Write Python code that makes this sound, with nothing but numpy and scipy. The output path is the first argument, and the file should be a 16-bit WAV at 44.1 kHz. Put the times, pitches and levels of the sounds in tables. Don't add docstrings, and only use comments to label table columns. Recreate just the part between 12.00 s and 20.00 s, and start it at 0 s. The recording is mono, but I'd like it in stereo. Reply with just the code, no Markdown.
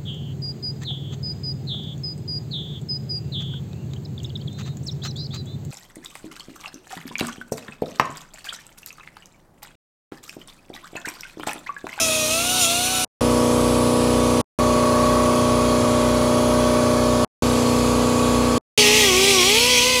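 import sys
import numpy as np
from scipy import signal
from scipy.fft import rfft, irfft
from scipy.io import wavfile
from scipy.ndimage import uniform_filter1d

SR = 44100
rng = np.random.default_rng(int(sys.argv[2]) if len(sys.argv) > 2 else 0)


def nominal_scale(level):
    x = np.asarray(level, float) / 20
    return 10 ** x


def digitize_waveform(pressure):
    field = np.atleast_2d(pressure).T
    bounded = np.clip(field, -1, 1)
    quanta = np.round(bounded * 32767).astype(np.int16)
    wavfile.write(sys.argv[1], SR, quanta)


N = 352800
T = np.arange(N) / SR

# start t/s, end t/s, machine speed f/Hz
SPELLS = [
    (0, 1.0469, 30.384),
    (1.2086, 2.4136, 30.372),
    (2.5881, 5.2469, 30.365),
    (5.4225, 6.5802, 30.354),
    (6.7763, 8.1, 30.344),
]

# t/s, f/Hz
SHAFT = [
    [(0.0, 662), (0.11, 632.8), (0.278, 618.7), (0.464, 710.5), (0.52, 731), (0.59, 740), (0.655, 666),
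     (0.906, 749.5), (1.045, 735)],
    [(6.78, 427.8), (7.0, 432.4), (7.126, 361.6), (7.292, 402.8), (7.424, 354.3), (7.608, 476.7),
     (7.7, 501.5), (7.908, 510.6), (8.0, 494)],
]
# t/s, sag f/Hz
SNAGS = [
    (6.87, 15),
    (7.8, 20),
]
SNAG_HALF_S = .1
INERTIA_S = .03
# f/Hz, level/dB
TOOL_BODY = [
    [(640, -28.5), (750, -32), (1250, -39), (1335, -33), (1430, -37), (2230, -48.5), (2550, -29.5),
     (3250, -40)],
    [(350, -21), (510, -22.5), (740, -33), (1125, -28.5), (1260, -42.5), (1920, -39.5), (2010, -30.5),
     (2500, -33)],
]
# shaft order, level/dB
UPPER_WHINE = [
    [(6, -42), (7, -44), (8, -42)],
    [(6, -33), (7, -33), (8, -34), (9, -33), (10, -34)],
]
LIFT_S, LIFT_DB, LIFT_RAMP_S = 7.38, -3, 0.063
# t/s, level/dB
PRESS = [
    [(0.0, 1), (0.14, -1), (0.58, 0.5), (0.635, 4.5), (0.7, 0), (1.045, 0.5)],
    [(6.78, 5), (6.86, 1.5), (7.01, 2), (7.12, -1), (7.25, 1.5), (7.45, 0), (7.52, 0), (7.76, 0),
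     (8.0, -4.5)],
]
# f/Hz, level/dB per Hz
BRUSH_COLOUR = [
    [(530, -38.5), (900, -11.5), (1260, -31), (1470, -11), (1890, -16), (2580, 2), (3060, -4), (3660, 1),
     (4880, -5.5), (6200, -1), (8270, -6), (9320, -0.5), (11000, -8), (14500, -13.5), (15800, -22)],
    [(650, -45), (1100, -19), (1370, -38), (1490, -11.5), (1760, -19.5), (1940, -4.5), (2270, 2.5),
     (3210, 3.5), (3470, -0.5), (6480, -3), (9250, -9), (10600, -9), (12200, -17.5), (13700, -14),
     (15800, -23)],
]
HISS_DB, HISS_PER_PRESS, BRIGHT_PER_PRESS = [-24, -18.5], [.7, 1.01], [.6, -.4]
# f/Hz, width f/Hz, level/dB
PART_MODES = [
    [(3300, 40, -2), (5125, 30, -1), (5550, 30, -6), (5760, 30, -1), (6245, 30, -2), (6901, 25, 0),
     (7316, 30, -5), (7574, 30, -6), (8748, 35, 0), (9442, 50, -7), (10228, 50, -6), (14648, 40, -12)],
    [(3298, 35, 1), (3856, 33, -10), (4522, 40, -3), (5336, 25, 2), (5761, 25, 2), (6243, 25, 1),
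     (6600, 35, -7), (7483, 30, -7), (8091, 25, -5), (8802, 35, -6), (11649, 30, -14)],
]
# start t/s, length t/s, spot f/Hz, level/dB, reach/octaves
TOUCHES = [
    [(0.0, 0.054, 5700, -24.5, .3), (0.0, 0.24, 6600, -31.5, .1), (0.03, .12, 3300, -34.5, .1),
     (0.06, 0.095, 9400, -30.5, 0.11), (0.2, .07, 5900, -28.5, 0.09), (0.6, .07, 7500, -28, .8),
     (0.63, .06, 3300, -27, .1), (0.68, .1, 7574, -30.5, .05)],
    [(6.79, 0.11, 5336, -30, .08), (6.78, .06, 4522, -20.5, .08), (6.78, 0.071, 3300, -42.5, .1),
     (6.8, .24, 6300, -31, .06), (6.98, 0.15, 3300, -27, .1), (7.05, .05, 5761, -29, .05),
     (7.09, .12, 6243, -34, .05), (7.25, .06, 3300, -29, .1), (7.3, .09, 8091, -32, .06),
     (7.33, .17, 5761, -28.5, .05), (7.37, .13, 3300, -26.5, .1), (7.39, .1, 5336, -33, .05),
     (7.53, .12, 3300, -29, .1), (7.6, .1, 5336, -38.5, .06), (7.69, .13, 3300, -26, .15),
     (7.69, 0.14, 5761, -31, .08)],
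]
TOUCH_RISE_S, TOUCH_FALL_S, REACH_DB = .02, .04, -8
BRUSHED_DB = [-45, -40.5]
# start t/s, end t/s, f/Hz, level/dB
SINGING = [
    (0.498, .63, 1325, -39),
    (0.904, 1.064, 1334, -36.5),
    (6.806, 7.12, 1902, -32),
]

MACHINE_DB = [-37.5, -22, -22.5, -21.5, -27.5]
DUCK_DB_PER_S = -5.5
# order, level/dB
ORDERS = [(1, -30), (2, -12), (3, -12.5), (4, -10), (5, -13), (6, -18), (7, -23), (8, 0), (9, -14),
          (13, -27), (14, -8), (15, -23), (21, -15), (37, 0), (38, -9)]
# order, level/dB near the bench, turned away, over the part
PLACED = [(10, -8, -11, -10), (11, -11, -13, -15), (12, -13, -10, -20), (16, -3, -7, -6),
          (17, -14, -22, -12), (18, -8, -8, -12), (19, -20, -14, -19), (20, -8, -2, -14),
          (32, -13, -14, -17), (36, -15, -7, -19)]
PLACE = [1, 1, 2, 3, 3]
ECHOED = (9, 12, 13, 15)
EARLY = (5, 6, 7, 17, 20)
TOP_ORDER = 43
COMB_DB, COMB_DB_PER_ORDER, COMB_SCATTER_DB = -21, -0.26, 1.5
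CLOSE_UP_DB = 3.0
# t/s, level/dB
HOUSING = [(0, -61), (1.04, -52), (1.22, -34.5), (1.9, -32), (2.1, -37), (2.3, -33), (2.6, -27), (3.0, -24),
           (3.25, -28), (4.3, -32), (5.24, -32.5), (5.43, -33.5), (6.3, -29.5), (6.57, -30.5), (6.79, -51),
           (8.0, -55)]
# f/Hz, level/dB
VALVES = [
    (2240, -29),
    (2460, -25.5),
    (1502, -26.5),
]
HUM_HZ, HUM_DB = 58.68, -16
SWELLS = [.451, 1.698, 2.649, 5.893, 7.109]
# f/Hz, level/dB per Hz
RUMBLE = [(46, 5.2), (76, 8.8), (106, 14.1), (167, 6.6), (225, 7.0), (319, 7.0), (410, 8.1), (531, 6.1),
          (683, 5.9), (865, 8.2), (1048, 7.6), (1139, 14.6), (1260, 8.2), (1412, 2.7)]
RUMBLE_DB = [-4, -12, -9.5, -12.5, -9]

# f/Hz, level/dB per Hz
LEAK_COLOUR = [
    [(880, -27), (1500, -4.5), (1770, -5), (2310, -4.5), (2380, -4), (2680, -4.5), (2930, -3), (6080, -5.5),
     (9280, -8), (10000, -1), (12500, -18.5), (14900, -19.5), (15800, -35.5)],
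    [(880, -31.5), (1500, -5.5), (2740, -8.5), (3330, -7.5), (3710, -9.5), (4390, -5.5), (5240, -10.5),
     (6710, -8), (8250, -15.5), (10400, -8.5), (12100, -24.5), (13900, -22), (15800, -33)],
    [(880, -46), (1500, -4.5), (1920, -8.5), (2500, -5), (3330, -7.5), (3640, -7.5), (4390, -4.5),
     (5450, -10), (7400, -6), (8330, -13), (10700, -10.5), (14700, -31), (15800, -27.5)],
]
LEAK_DB = [-27, -27.5, -26.5]
# t/s, level/dB, f/Hz, time to fall 60 dB t/s
BUMPS = [
    (3.82, -18, 115, .35),
]
# t/s, f/Hz, level/dB
SPLITS = [(.229, 9300, -32), (.414, 7600, -36), (.943, 10400, -31), (.943, 14800, -38), (4.49, 9700, -44),
          (4.854, 9000, -40), (5.228, 7200, -43), (6.351, 4700, -44), (6.39, 8200, -38),
          (6.989, 12500, -41), (7.992, 4700, -31)]


def evened(x):
    return x / np.sqrt(np.mean(x ** 2) + 1e-20)


def curve(rows):
    times, values = np.transpose(rows)
    return np.interp(T, times, values)


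def during(spell):
    return (T >= SPELLS[spell][0]) & (T < SPELLS[spell][1])


def wander(hz):
    knots = rng.standard_normal(400)
    return np.interp(T * hz, np.arange(400), knots) * 1.22


def band(order, edges_hz, kind, x):
    return signal.sosfilt(signal.butter(order, edges_hz, kind, fs=SR, output="sos"), x)


def noise(colour, patchy_db, streaky_db):
    hz = np.fft.rfftfreq(1024, 1 / SR)
    real, imag, patches, streaks = rng.standard_normal((N // 256 + 5, 513, 4)).T
    patches = uniform_filter1d(patches, size=8, axis=0)
    patches = evened(uniform_filter1d(patches, size=12, axis=1))
    streaks = evened(uniform_filter1d(streaks, size=50, axis=1))
    f, db = np.transpose(colour)
    shape = nominal_scale(np.interp(np.log(hz + 1), np.log(f), db, left=-99, right=-99))[:, None]
    z = (real + 1j * imag) * shape * nominal_scale(patchy_db * patches + streaky_db * streaks)
    return evened(signal.istft(z, nperseg=1024, noverlap=768)[1][:N])


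def resonate(x, hz, width):
    r = np.exp(-np.pi * width / SR)
    return evened(signal.lfilter([1, 0, -1], [1, -2 * r * np.cos(2 * np.pi * hz / SR), r * r], x))


def grinder(k):
    sag = sum(sag_hz * np.clip(1 - abs(T - s) / SNAG_HALF_S, 0, 1) for s, sag_hz in SNAGS)
    hz = uniform_filter1d(curve(SHAFT[k]) - sag, size=round(INERTIA_S * SR))
    turn = 2 * np.pi * np.cumsum(hz * (1 + .0015 * wander(40))) / SR
    press_db = curve(PRESS[k])
    whine = shaft_whine(k, hz, turn)
    return during(4 * k) * (whine + wire_hiss(k, turn, press_db) + ringing_part(k, press_db))


def shaft_whine(k, hz, turn):
    body_hz, body_db = np.transpose(TOOL_BODY[k])
    lift_db = LIFT_DB * np.clip((T - LIFT_S) / LIFT_RAMP_S, 0, 1)
    whine = np.zeros(N)
    for n in range(1, 6):
        db = np.interp(np.log(n * hz), np.log(body_hz), body_db)
        whine += nominal_scale(db + lift_db * (n == 1) + 1.2 * wander(30)) * np.cos(n * turn + n)
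    for n, db in UPPER_WHINE[k]:
        whine += nominal_scale(db + 1.2 * wander(6.7)) * np.cos(round(n) * turn + n)
    return np.sqrt(2) * whine


def wire_hiss(k, turn, press_db):
    hiss = noise(BRUSH_COLOUR[k], 1.2, 3.3) * (1 + 0.14 * np.cos(turn)) * nominal_scale(0.58 * wander(45))
    treble = signal.sosfiltfilt(signal.butter(2, 4500, "high", fs=SR, output="sos"), hiss)
    hiss += treble * (nominal_scale(BRIGHT_PER_PRESS[k] * press_db) - 1)
    return nominal_scale(HISS_DB[k] + HISS_PER_PRESS[k] * press_db + 1.0) * hiss


def ringing_part(k, press_db):
    ring = np.zeros(N)
    modes_hz = np.transpose(PART_MODES[k])[0]
    rung = np.sqrt(sum(touch(*row, modes_hz) ** 2 for row in TOUCHES[k]))
    for (f, width, db), level in zip(PART_MODES[k], rung):
        pressed = np.hypot(np.interp(T, T[::64], level), nominal_scale(BRUSHED_DB[k] + press_db))
        cycles = np.cumsum(f + .15 * width * wander(60)) / SR
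        ring += pressed * nominal_scale(db + 1.8 * wander(20)) * np.sqrt(2) * np.cos(2 * np.pi * cycles)
    return ring


def touch(start, length, spot_hz, db, reach, modes_hz):
    t = T[::64]
    rise = (t - start) / TOUCH_RISE_S + .5
    fall = (start + length - t) / TOUCH_FALL_S + .5
    shape = np.clip(np.minimum(rise, fall), 0, 1)
    return shape * nominal_scale(db + REACH_DB * (np.log2(modes_hz / spot_hz) / reach) ** 2)[:, None]


def singing():
    out = np.zeros(N)
    for start, end, hz, db in SINGING:
        swell = np.clip(np.minimum(T - start, end - T) / 0.037, 0, 1)
        cycles = np.cumsum(hz + 11.0 * wander(20)) / SR
        out += nominal_scale(db + 1.7 * wander(28)) * swell * np.cos(2 * np.pi * cycles)
    return np.sqrt(2) * out


def shake():
    low = band(2, [40, 105], "band", rng.standard_normal(N))
    return nominal_scale(-44.5 + 3 * wander(8)) * evened(low) * during(4)


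def machine():
    out, scatter, rumble = np.zeros(N), rng.standard_normal(64), machine_rumble()
    comb = {k: COMB_DB + COMB_DB_PER_ORDER * (k - 22) + COMB_SCATTER_DB * scatter[-k]
            for k in range(22, TOP_ORDER + 1)}
    for spell, (start, _, turn_hz) in enumerate(SPELLS):
        on = during(spell)
        placed = {row[0]: row[PLACE[spell]] for row in PLACED}
        orders = {**comb, **dict(ORDERS), **placed}
        main_db = MACHINE_DB[spell] + DUCK_DB_PER_S * (spell == 4) * (T[on] - start)
        whine_db = curve(HOUSING)[on]
        turn = 2 * np.pi * turn_hz * T[on]
        for k, db in orders.items():
            if spell == 0:
                db += CLOSE_UP_DB * ((2 < k < 12 and k != 8) - (k == 16))
            housing = 36 <= k <= 38
            spread = 0 if k == 2 else .35 if k <= 20 or housing else 3
            lag = np.pi * ((k in ECHOED) - .35 * (k in EARLY) + .5 * k * housing) + spread * scatter[k]
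            level_db = (whine_db if housing else main_db) + db + 0.03 * k * wander(5)[on]
            out[on] += nominal_scale(level_db) * np.cos(k * turn - lag)
        for hz, db in VALVES:
            out[on] += nominal_scale(main_db + db) * np.cos(2 * np.pi * hz * T[on])
        beat = 2 * np.pi * (2 * turn_hz - HUM_HZ) * (T[on] - SWELLS[spell])
        out[on] += nominal_scale(main_db + HUM_DB) * np.cos(2 * turn - beat)
        out[on] += nominal_scale(main_db + RUMBLE_DB[spell]) * rumble[on]
    return np.sqrt(2) * out


def machine_rumble():
    f, db = np.transpose(RUMBLE)
    hz = np.fft.rfftfreq(N, 1 / SR)
    shape = nominal_scale(np.interp(hz, [20, *f, 1700], [-15, *db, -20])) * (hz < 1700)
    return evened(irfft(rfft(rng.standard_normal(N)) * shape, N))


def air():
    level = sum(during(i + 1) * nominal_scale(db - 2.93) for i, db in enumerate(LEAK_DB))
    hiss = sum(during(i + 1) * noise(colour, 0.29, 3.0) for i, colour in enumerate(LEAK_COLOUR))
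    whistle = resonate(rng.standard_normal(N), 3360, 28)
    hiss += nominal_scale(np.interp(T, [2.6, 3.6, 6.6], [-27, -12.5, -17])) * whistle
    return level * hiss * (1 + 0.048 * np.cos(2 * np.pi * SPELLS[2][2] * T))


def bumps():
    out = np.zeros(N)
    for s, db, hz, t60 in BUMPS:
        t = np.maximum(T - s, 0)
        out += nominal_scale(db - 60 * t / t60) * np.sin(2 * np.pi * hz * t) * (1 - np.exp(-t / 0.005))
    return out


def smears():
    level = np.zeros(N)
    for _, end, _ in SPELLS[:4]:
        level += (T >= end) * nominal_scale(-50 - 700. * np.maximum(T - end, 0)) * (T < end + .03)
    return level * evened(band(5, 1000, "low", rng.standard_normal(N)))


def splits():
    side = np.zeros(N)
    for s, hz, db in SPLITS:
        burst = evened(band(4, [hz - 900, hz + 900], "band", rng.standard_normal(1600)))
        part = side[round(s * SR) - 800:][:1600]
        part += nominal_scale(db) * (burst * np.hanning(1600))[:len(part)]
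    return side


def scene():
    mono = grinder(0) + grinder(1) + singing() + shake() + machine() + air() + bumps()
    return np.array([mono, mono])


def low_pass(x):
    return signal.sosfilt(signal.butter(12, 16080, fs=SR, output="sos"), x)


def record(dry):
    on = sum(during(spell) for spell in range(5))
    side = splits()
    mix = np.tanh(dry / 2) * 2 * on + smears() + np.array([side, -side])
    treble_limit = signal.firwin(255, 15800, window=("kaiser", 9), fs=SR)
    mix = signal.oaconvolve(mix, treble_limit[None], "same")
    return low_pass(mix)


dry = scene()
out = record(dry)
digitize_waveform(out)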